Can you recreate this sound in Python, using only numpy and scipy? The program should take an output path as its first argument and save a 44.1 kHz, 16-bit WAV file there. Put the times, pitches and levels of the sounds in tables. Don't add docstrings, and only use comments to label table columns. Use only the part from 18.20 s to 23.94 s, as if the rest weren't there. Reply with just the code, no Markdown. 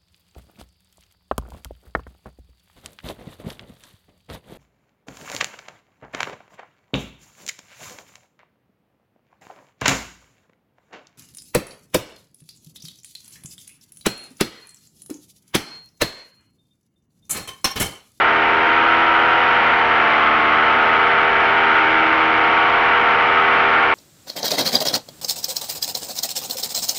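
import sys
import numpy as np
from scipy import signal
from scipy.fft import rfft, irfft, next_fast_len
from scipy.io import wavfile
from scipy.ndimage import uniform_filter1d, map_coordinates

SR = 44100
rng = np.random.default_rng(int(sys.argv[2]) if len(sys.argv) > 2 else 0)


def decibels_to_gain(level_db):
    exponent = np.asarray(level_db, float) / 20
    return 10 ** exponent


def output_pcm(signal):
    pcm = np.clip(np.atleast_2d(signal).T, -1, 1) * 32767
    wavfile.write(sys.argv[1], SR, np.round(pcm).astype(np.int16))


N = 253134

# time in seconds, firings per second in Hz.
SPEED = [(0.0, 113.01), (0.6, 116.93), (0.9, 118.18), (1.05, 118.19), (1.2, 117.49), (1.95, 109.39),
         (2.1, 108.72), (2.25, 109.34), (2.55, 111.96), (2.7, 112.63), (3.15, 113.41), (3.9, 113.65),
         (4.35, 114.91), (4.5, 114.94), (4.95, 113.43), (5.25, 112.94), (5.55, 112.94), (5.74, 112.67)]


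def unit(x):
    return x / np.sqrt(np.mean(x ** 2) + 1e-20)


def along(points, hz):
    f, v = np.transpose(points)
    return np.interp(np.log(hz + 1), np.log(f + 1), v)


def firing_rate():
    seconds, hz = np.transpose(SPEED)
    return np.interp(np.arange(N) / SR, seconds, hz)


def wobble(rate):
    points = rng.standard_normal(int(N * rate / SR) + 4)
    coarse = map_coordinates(points, [np.arange(0, N + 64, 64) * rate / SR])
    return np.interp(np.arange(N), np.arange(len(coarse)) * 64, coarse)


def filtered(x, gain):
    m = next_fast_len(N + 8192)
    return irfft(rfft(x, m) * gain(np.fft.rfftfreq(m, 1 / SR)), m)[:N]


def swells(movers, answers):
    cruise_hz, turn_at_s, turn_length_s = 113.5, 2.5, 0.25
    swing_period_s, second_bump = 3.22, 0.6
    t = np.arange(N) / SR
    faster = firing_rate() - cruise_hz
    turned = np.tanh((t - turn_at_s) / turn_length_s) / 2
    change = {}
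    for k, (db_per_hz, turn_db, swing_db, peak_s) in zip(movers, answers):
        angle = 2 * np.pi * (t - peak_s) / swing_period_s
        swing = np.cos(angle) + second_bump * np.cos(2 * angle)
        change[k] = db_per_hz * faster + turn_db * turned + swing_db * swing
    return change


def note(turns, orders, swell_db, phase, drift_db, waver):
    out = np.zeros(N)
    for count, (_, db) in enumerate(orders, start=1):
        loose = 0.3 if count in swell_db else min(count / 12, 1) ** 2
        angle = 2 * np.pi * count * turns + phase(count) + waver * count * wobble(6)
        level_db = db + swell_db.get(count, 0) + drift_db * loose * wobble(3.01)
        out += np.sqrt(2) * decibels_to_gain(level_db) * np.cos(angle)
    return out


def clatter(crank):
    # frequency in Hz, level in dB per Hz.
    clatter_color = [(1000, -22.5), (2500, -0.5), (5000, 2.5), (10000, -7.5), (20000, -22)]
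    gate = np.exp(3 * (np.cos(2 * np.pi * (crank - 0.04)) - 1))
    knocks = gate * decibels_to_gain(2 * wobble(60)) * rng.standard_normal(N)
    return decibels_to_gain(-25.5) * unit(filtered(knocks, lambda f: decibels_to_gain(along(clatter_color, f))))


def rasp(crank, blade):
    beat = np.cos(2 * np.pi * (blade + 0.13))
    beat = beat + np.cos(2 * np.pi * (crank + 0.38)) + np.cos(4 * np.pi * (crank + 0.14))
    bursts = np.exp(0.55 * beat) * rng.standard_normal(N)
    center_hz, half_width_hz = 1360, 260
    ring = lambda f: 1 / (1 + ((f - center_hz) / half_width_hz) ** 2)
    return decibels_to_gain(-13) * unit(filtered(bursts, ring))


def roar(crank, blade):
    # frequency in Hz, level in dB per Hz.
    air_color = [(8, -1), (30, 1), (100, -0.5), (250, 1), (500, 0.5), (900, 0), (1700, -10), (2300, -8.5),
                 (2900, -23.5), (4000, -12), (8000, -31), (20000, -63.5)]
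    # frequency in Hz, width in Hz, lift in dB.
    housing = [
        (1355, 460, 1),
        (2034, 110, 2),
        (3020, 360, -34),
    ]

    cells = signal.stft(rng.standard_normal(N + 512), nperseg=512)[2]
    patches = uniform_filter1d(rng.standard_normal(cells.shape), size=5, axis=0)
    patches = uniform_filter1d(patches, size=8, axis=1)
    air = signal.istft(cells * decibels_to_gain(0.65 * unit(patches)), nperseg=512)[1][:N]

    engine_puff = 0.22 * np.cos(4 * np.pi * (crank - 0.33))
    blade_puff = 0.25 * np.cos(4 * np.pi * (blade - 0.46))
    air = air * np.exp(engine_puff - blade_puff)
    air = air * decibels_to_gain(0.43 * wobble(120) + 0.37 * wobble(5.2))

    def color(f):
        lift = 1 + sum(decibels_to_gain(db) / (1 + ((f - c) / (w / 2)) ** 2) for c, w, db in housing)
        return decibels_to_gain(along(air_color, f)) * lift

    return decibels_to_gain(-5.5) * unit(filtered(air, color))


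def propeller(blade):
    # multiple of the blade rate, level in dB rms.
    blade_lines = [(1, -18), (2, -22), (3, -14), (4, -12.5), (5, -12), (6, -12), (7, -24), (8, -19.5),
                   (9, -14), (10, -21), (11, -22.5), (12, -22.5), (13, -26), (14, -23), (15, -22),
                   (16, -19.5), (17, -21.5), (18, -25.5), (19, -30.5), (20, -31.5), (21, -31.5),
                   (22, -30.5), (23, -31), (24, -32.5)]
    blade_movers = (3, 4, 5, 6, 9, 14)
    # dB per Hz of speed, change in dB through the turn,
    # swing depth in dB, swing peak in seconds.
    blade_answers = [(-0.52, -2.5, 1.25, 2.6), (-0.69, -1.5, 4.5, 0.74), (0.17, 1, 1.5, 0.21),
                     (.2, 1.5, -0.4, 0.55), (-0.0095, -1.2, -2.5, 0.34), (0.87, 10.5, -5, 0.27)]

    def sweep(k):
        scatter = (k < 3 or k > 7) * rng.normal(0, 2)
        return -0.12 * np.pi * (k - 1.7) ** 2 + scatter

    swell_db = swells(blade_movers, blade_answers)
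    return note(blade, blade_lines, swell_db, sweep, drift_db=4.0, waver=0.0099)


def exhaust(crank, blade):
    # multiple of the firing rate, level in dB rms.
    exhaust_lines = [(1, -19.5), (2, -36.5), (3, -24.5), (4, -24.5), (5, -28), (6, -14.5), (7, -13.5),
                     (8, -9.5), (9, -40), (10, -24.5), (11, -37), (12, -22), (13, -23.5), (14, -25.5),
                     (15, -29), (16, -24.5), (17, -34.5), (18, -34.5), (19, -25), (20, -23.5), (21, -25),
                     (22, -40), (23, -41), (24, -35.5), (25, -42.5), (26, -51.5), (27, -40), (28, -50),
                     (29, -46.5), (30, -52)]
    exhaust_movers = (6, 7, 8, 10, 12, 14, 20)
    # dB per Hz of speed, change in dB through the turn,
    # swing depth in dB, swing peak in seconds.
    exhaust_answers = [(0.47, 0.2, 0.9, .1), (0.05, 2.5, 0, .15), (0.34, 0.2, 0.5, .05),
                       (-3.2, 0.3, 1.5, 2.9), (-1.2, 3, 0.5, 1.9), (-0.2, 4, 3.3, .3), (-0.1, 5.5, 0.7, .2)]

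    def scatter(k):
        aligned = k in (6, 7, 8, 10, 20, 21, 22)
        return rng.normal(0, 1) * (0.1 if aligned else 1.5)

    swell_db = swells(exhaust_movers, exhaust_answers)
    pulses = note(crank, exhaust_lines, swell_db, scatter, drift_db=1.5, waver=0.027)
    return pulses * (1 + 0.21 * np.cos(2 * np.pi * blade))


def scene():
    crank = np.cumsum(firing_rate()) / SR
    blade = crank * 0.7044
    air = clatter(crank) + rasp(crank, blade) + roar(crank, blade)
    return (air + propeller(blade) + exhaust(crank, blade))[None]


def hiss(driven):
    # frequency in Hz, level in dB per Hz.
    hiss_color = [(2500, -15), (4000, -3.5), (5500, -12.5), (7000, -29), (8000, -37.5), (10000, -32),
                  (12500, -43), (15500, -47.5), (20000, -58)]
    swing = uniform_filter1d(np.abs(np.gradient(np.gradient(driven))), size=60)
    noise = unit(swing) ** 0.37 * rng.standard_normal(N)
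    return decibels_to_gain(-49) * unit(filtered(noise, lambda f: decibels_to_gain(along(hiss_color, f))))


def microphone(driven):
    # frequency in Hz, gain in dB.
    port = [(2100, 0), (2500, -2), (3000, -2), (3400, -9.5), (4000, -20.5), (5000, -28), (6000, -33),
            (7000, -40.5), (8000, -56.5), (9000, -47.5), (10500, -45.5), (12500, -56.5), (15000, -63.5),
            (20000, -60)]
    give = 0.11
    squared = 0.9 * (driven / (1 + np.abs(driven) ** 3) ** (1 / 3) + give * driven)

    def response(f):
        bass_cut = (150 + 1j * f) / (5000 + 1j * f)
        peak_hz, width_hz = 1380, 350
        ring = 1j * f * width_hz
        presence = 1 + decibels_to_gain(-8) * ring / (peak_hz ** 2 - f * f + ring)
        return bass_cut * presence * decibels_to_gain(along(port, f))

    return filtered(squared, response)


def low_pass(x):
    return signal.sosfilt(signal.butter(12, 15460, fs=SR, output="sos"), x)


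def record(dry):
    driven = 2.1 * unit(dry[0])
    heard = microphone(driven) + hiss(driven)
    from_edge = np.minimum(np.arange(N), np.arange(N)[::-1])
    mix = heard * np.clip(from_edge / 40, 0.3, 1)
    return low_pass(mix[None])


dry = scene()
out = record(dry)
output_pcm(out)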